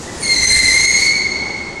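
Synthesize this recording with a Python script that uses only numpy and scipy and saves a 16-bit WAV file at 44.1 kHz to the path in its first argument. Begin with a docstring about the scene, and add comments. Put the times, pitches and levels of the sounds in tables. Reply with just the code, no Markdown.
"""Scooter tyre squeal in a garage

A scooter turns on the smooth concrete of a parking garage. A tyre sticks and slips about 2100 times a
second: a shrill squeal that sags, turns rough and rises again over a rubbing hiss, then rings on in the
hall. Underneath, the drive whines faintly and the wheels rumble. A limiter holds the peaks down."""
import sys
import numpy as np
from scipy import signal
from scipy.fft import rfft, irfft, next_fast_len
from scipy.io import wavfile
from scipy.ndimage import uniform_filter1d, minimum_filter1d, map_coordinates

SR = 44100
rng = np.random.default_rng(int(sys.argv[2]) if len(sys.argv) > 2 else 0)


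def unload_audio(sound):
    """Save the sound as a 16-bit wav file, at the path given as the first command line argument."""
    columns = np.transpose(np.atleast_2d(sound))
    # keep every value between -1 and 1, then stretch to whole-number steps
    steps = np.round(np.clip(columns, -1, 1) * 32767)
    wavfile.write(sys.argv[1], SR, steps.astype(np.int16))


N = 79380
TIME = np.arange(N) / SR


def amp(db):
    """Decibels to gain."""
    return 10 ** (np.asarray(db) / 20)


def unit(x):
    """Scale to rms 1."""
    return x / np.sqrt(np.mean(x ** 2) + 1e-20)


def along(points, hz):
    """Read (Hz, value) points along a log frequency axis."""
    freqs, values = np.transpose(points)
    return np.interp(np.log(hz + 1), np.log(freqs + 1), values)


def curves(rows):
    """One automation curve for each column after the time."""
    times, *columns = np.transpose(rows)
    return [np.interp(TIME, times, column) for column in columns]


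def wobble(rate):
    """A smooth random curve, rate knots a second."""
    return map_coordinates(rng.standard_normal(4096), [TIME * rate], mode="mirror")


def filtered(x, response):
    """Equalise x with a gain given as a function of Hz."""
    size = next_fast_len(N + SR // 2)
    return irfft(rfft(x, size) * response(np.fft.rfftfreq(size, 1 / SR)), size)[:N]


def noise(colour):
    """Noise of rms 1, shaped by an EQ curve."""
    return unit(filtered(rng.standard_normal(N), lambda hz: amp(along(colour, hz))))


def phase_of(hz):
    """Running phase of a pitch curve."""
    return 2 * np.pi * np.cumsum(hz) / SR


def swelling_tones(rows):
    """Unsteady tones that each swell to a peak and fade."""
    tones = np.zeros(N)
    for peak_s, length_s, hz, db, scatter in rows:
        swell = np.exp(-4 * np.abs(TIME - peak_s) / length_s)
        pitch = hz * (1 + scatter * wobble(200))
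        tones += amp(db) * swell * unit(np.sin(phase_of(pitch)))
    return tones


# The gesture of the squeal. Each row: time in seconds, pitch in Hz, level in dB, roughness from 0 to 1.
SQUEAL_PATH = [(.2, 2325, -90, 0.45), (.218, 2323, -33, 0.65), (.232, 2157, -14.5, 0.6),
               (.3, 2128, -14.5, 0.3), (.355, 2053, -17.5, 0.6), (.44, 2058, -13.5, 0.4),
               (.52, 2100, -11, .8), (.61, 2063, -15.5, 0.83), (.7, 2079, -13, 0.87),
               (.755, 2115, -14, 0.57), (.775, 2129, -15, 0.46), (.85, 2149, -12.5, 0.44),
               (.9, 2162, -11.5, 0.26), (.96, 2167, -12.5, .3), (1.04, 2217, -18, 0.42),
               (1.185, 2185, -23, 0.28), (1.255, 2180, -60, 0.2), (1.31, 2175, -24, .2),
               (1.37, 2162, -75, .2)]
# Its changing timbre. Each row: time in seconds, then the gains of harmonics 1 to 5 in dB.
SQUEAL_HARMONICS = [(.26, -1.5, 2.5, -9, -16, -25.5), (.44, 0.5, -4, -0.5, -15, -18.5),
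                    (.54, -1.5, -0.5, -20.5, -8, -14), (.78, 0.5, -5.5, -5, -15.5, -17),
                    (1.05, 0.5, -3, -12, -21.5, -38)]


def squeal():
    """Stick-slip of the tread: a harmonic tone whose cycles scatter and snag more as the slip roughens."""
    rasp_db, rasp_width_hz, flutter_db = -10, 220, 3
    pitch, level_db, rough = curves(SQUEAL_PATH)
    snags = .07 * rough ** 2 * np.maximum(wobble(170) - 1, 0)  # pitch dips where the rubber sticks longer
    jitter = .012 * rough * wobble(380)
    waver = .009 * wobble(55)
    phase = phase_of(pitch * (1 + jitter + waver - snags))
    tone = np.zeros(N)
    for k, harmonic_db in enumerate(curves(SQUEAL_HARMONICS), 1):
        skirt = wobble(2 * rasp_width_hz) + 1j * wobble(2 * rasp_width_hz)  # noise around the harmonic
        rasp = amp(rasp_db) * rough * skirt
        tone += amp(harmonic_db) * np.real((np.sqrt(2) + rasp) * np.exp(1j * k * phase))
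    return tone * amp(level_db + flutter_db * wobble(50))


# The fader ride of the rubbing hiss. Each row: time in seconds, level in dB.
SCRUB_LEVEL = [(0, -36.5), (.2, -34.5), (.3, -26.5), (.55, -21), (.85, -25.5), (1.06, -24), (1.17, -65),
               (1.8, -59)]
# Its bright EQ. Each row: frequency in Hz, gain in dB.
SCRUB_EQ = [(300, -31), (1300, -7), (1900, 2.5), (3100, -4.5), (4200, 2.5), (5300, 3.5), (7000, 7),
            (8200, 2), (9500, -2), (11300, -7), (12200, -29.5)]


def scrub():
    """Rubber rubbing over concrete: an uneven hiss."""
    level_db, = curves(SCRUB_LEVEL)
    return noise(SCRUB_EQ) * amp(level_db + 2.0 * wobble(60.1))


# Accents around the squeal. Each row: peak time in seconds, length in seconds, pitch in Hz,
# peak level in dB, scatter as a fraction of the pitch.
TYRE_CHIRPS = [(0.096, 0.2, 1880, -33, 0.047), (.23, 0.097, 9072, -21.5, 0.006),
               (.52, 0.26, 1828, -25, 0.05746)]


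def tyre_chirps():
    """Brief side tones of the slipping tyre."""
    return swelling_tones(TYRE_CHIRPS)


# The voice of the drive. Each row: peak time in seconds, length in seconds, pitch in Hz,
# peak level in dB, scatter as a fraction of the pitch.
DRIVE_WHINES = [(1.452, 0.23, 835, -35.5, 0.0382), (1.15, 2, 365, -41, 0.069)]


def drive_whine():
    """Faint whines of the drive, swelling and fading."""
    return swelling_tones(DRIVE_WHINES)


# The nearly steady bed of rolling noise. Each row: time in seconds, level in dB.
ROLL_LEVEL = [(0, -30.5), (.13, -29.5), (.6, -29.5), (1.15, -31), (1.33, -29), (1.48, -29), (1.8, -32)]
# Its warm EQ. Each row: frequency in Hz, gain in dB.
ROLL_EQ = [(25, -7), (60, -2), (110, -2), (170, 1.5), (270, -0.5), (360, 0.5), (470, -2.5), (680, -7),
           (860, -5.5), (1300, -11.5), (3000, -19), (6000, -18.5), (9000, -25.5), (12000, -94)]
# The swell of the deep rumble. 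Each row: time in seconds, level in dB.
RUMBLE_LEVEL = [(0, -55), (.4, -35), (.52, -26.5), (.67, -29), (.75, -40), (.83, -32), (.99, -38.5),
                (1.2, -52), (1.8, -65)]
# Its bass-heavy EQ. Each row: frequency in Hz, gain in dB.
RUMBLE_EQ = [(12, -5), (25, -6), (31, -13), (42, 0), (80, 1.5), (130, -8.5), (300, -41), (1000, -90)]


def wheels():
    """Wheels on concrete: a diffuse rolling noise, and a rumble that swells as they come closer."""
    roll_db, = curves(ROLL_LEVEL)
    rumble_db, = curves(RUMBLE_LEVEL)
    roll = amp(roll_db + 0.2 * wobble(14)) * noise(ROLL_EQ)
    rumble = amp(rumble_db) * noise(RUMBLE_EQ)
    return roll + rumble


def hall_hum(hz=72, level_db=-44.5):
    """A low, slightly wavering hum in the hall."""
    pitch = hz * (1 + 0.021 * wobble(12.6))
    return amp(level_db) * unit(np.sin(phase_of(pitch)))


# The reverb of the garage. Each row: frequency in Hz, time to decay by 60 dB in seconds.
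GARAGE_DECAY = [(200, 5), (2100, 2.36), (4200, 1.77), (6400, 1.45), (8500, 0.84), (12000, 0.71)]


def garage(x, direct_db=-4.5, early_db=-4, tail_db=-4, early_t60_s=.22):
    """Direct sound, quick echoes from floor and ceiling, and a long tail that loses its treble first."""
    hz, seconds, bands = signal.stft(rng.standard_normal(2 * SR), SR, nperseg=256)
    t60 = along(GARAGE_DECAY, hz)[:, None]
    tail = signal.istft(bands * amp(-60 * seconds / t60), SR, nperseg=256)[1][:N]
    early = rng.standard_normal(N) * amp(-60 * TIME / early_t60_s)
    echoes = amp(tail_db) * tail / np.linalg.norm(tail) + amp(early_db) * early / np.linalg.norm(early)
    return amp(direct_db) * x + signal.fftconvolve(x, echoes)[:N]


def scene():
    """Tyre and drive through the garage reverb, over a bed of hum and wheel noise, in mono."""
    scooter = squeal() + scrub() + tyre_chirps() + drive_whine()
    return (garage(scooter) + hall_hum() + wheels())[None]


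def record(dry, ceiling=.74, lookahead_s=.0015, release_db_per_s=141, top_hz=15900):
    """A fast limiter holds the peaks down, then a steep low-pass trims the top."""
    x, lookahead = dry[0], int(lookahead_s * SR)
    needed_db = 20 * np.log10(np.minimum(1, ceiling / (np.abs(x) + 1e-9)))
    held_db = minimum_filter1d(needed_db, 2 * lookahead)
    recovery_db = release_db_per_s * TIME
    gain_db = np.minimum.accumulate(held_db - recovery_db) + recovery_db
    limited = x * amp(uniform_filter1d(gain_db, lookahead))
    return filtered(limited, lambda hz: hz < top_hz)[None]


dry = scene()
out = record(dry)
unload_audio(out)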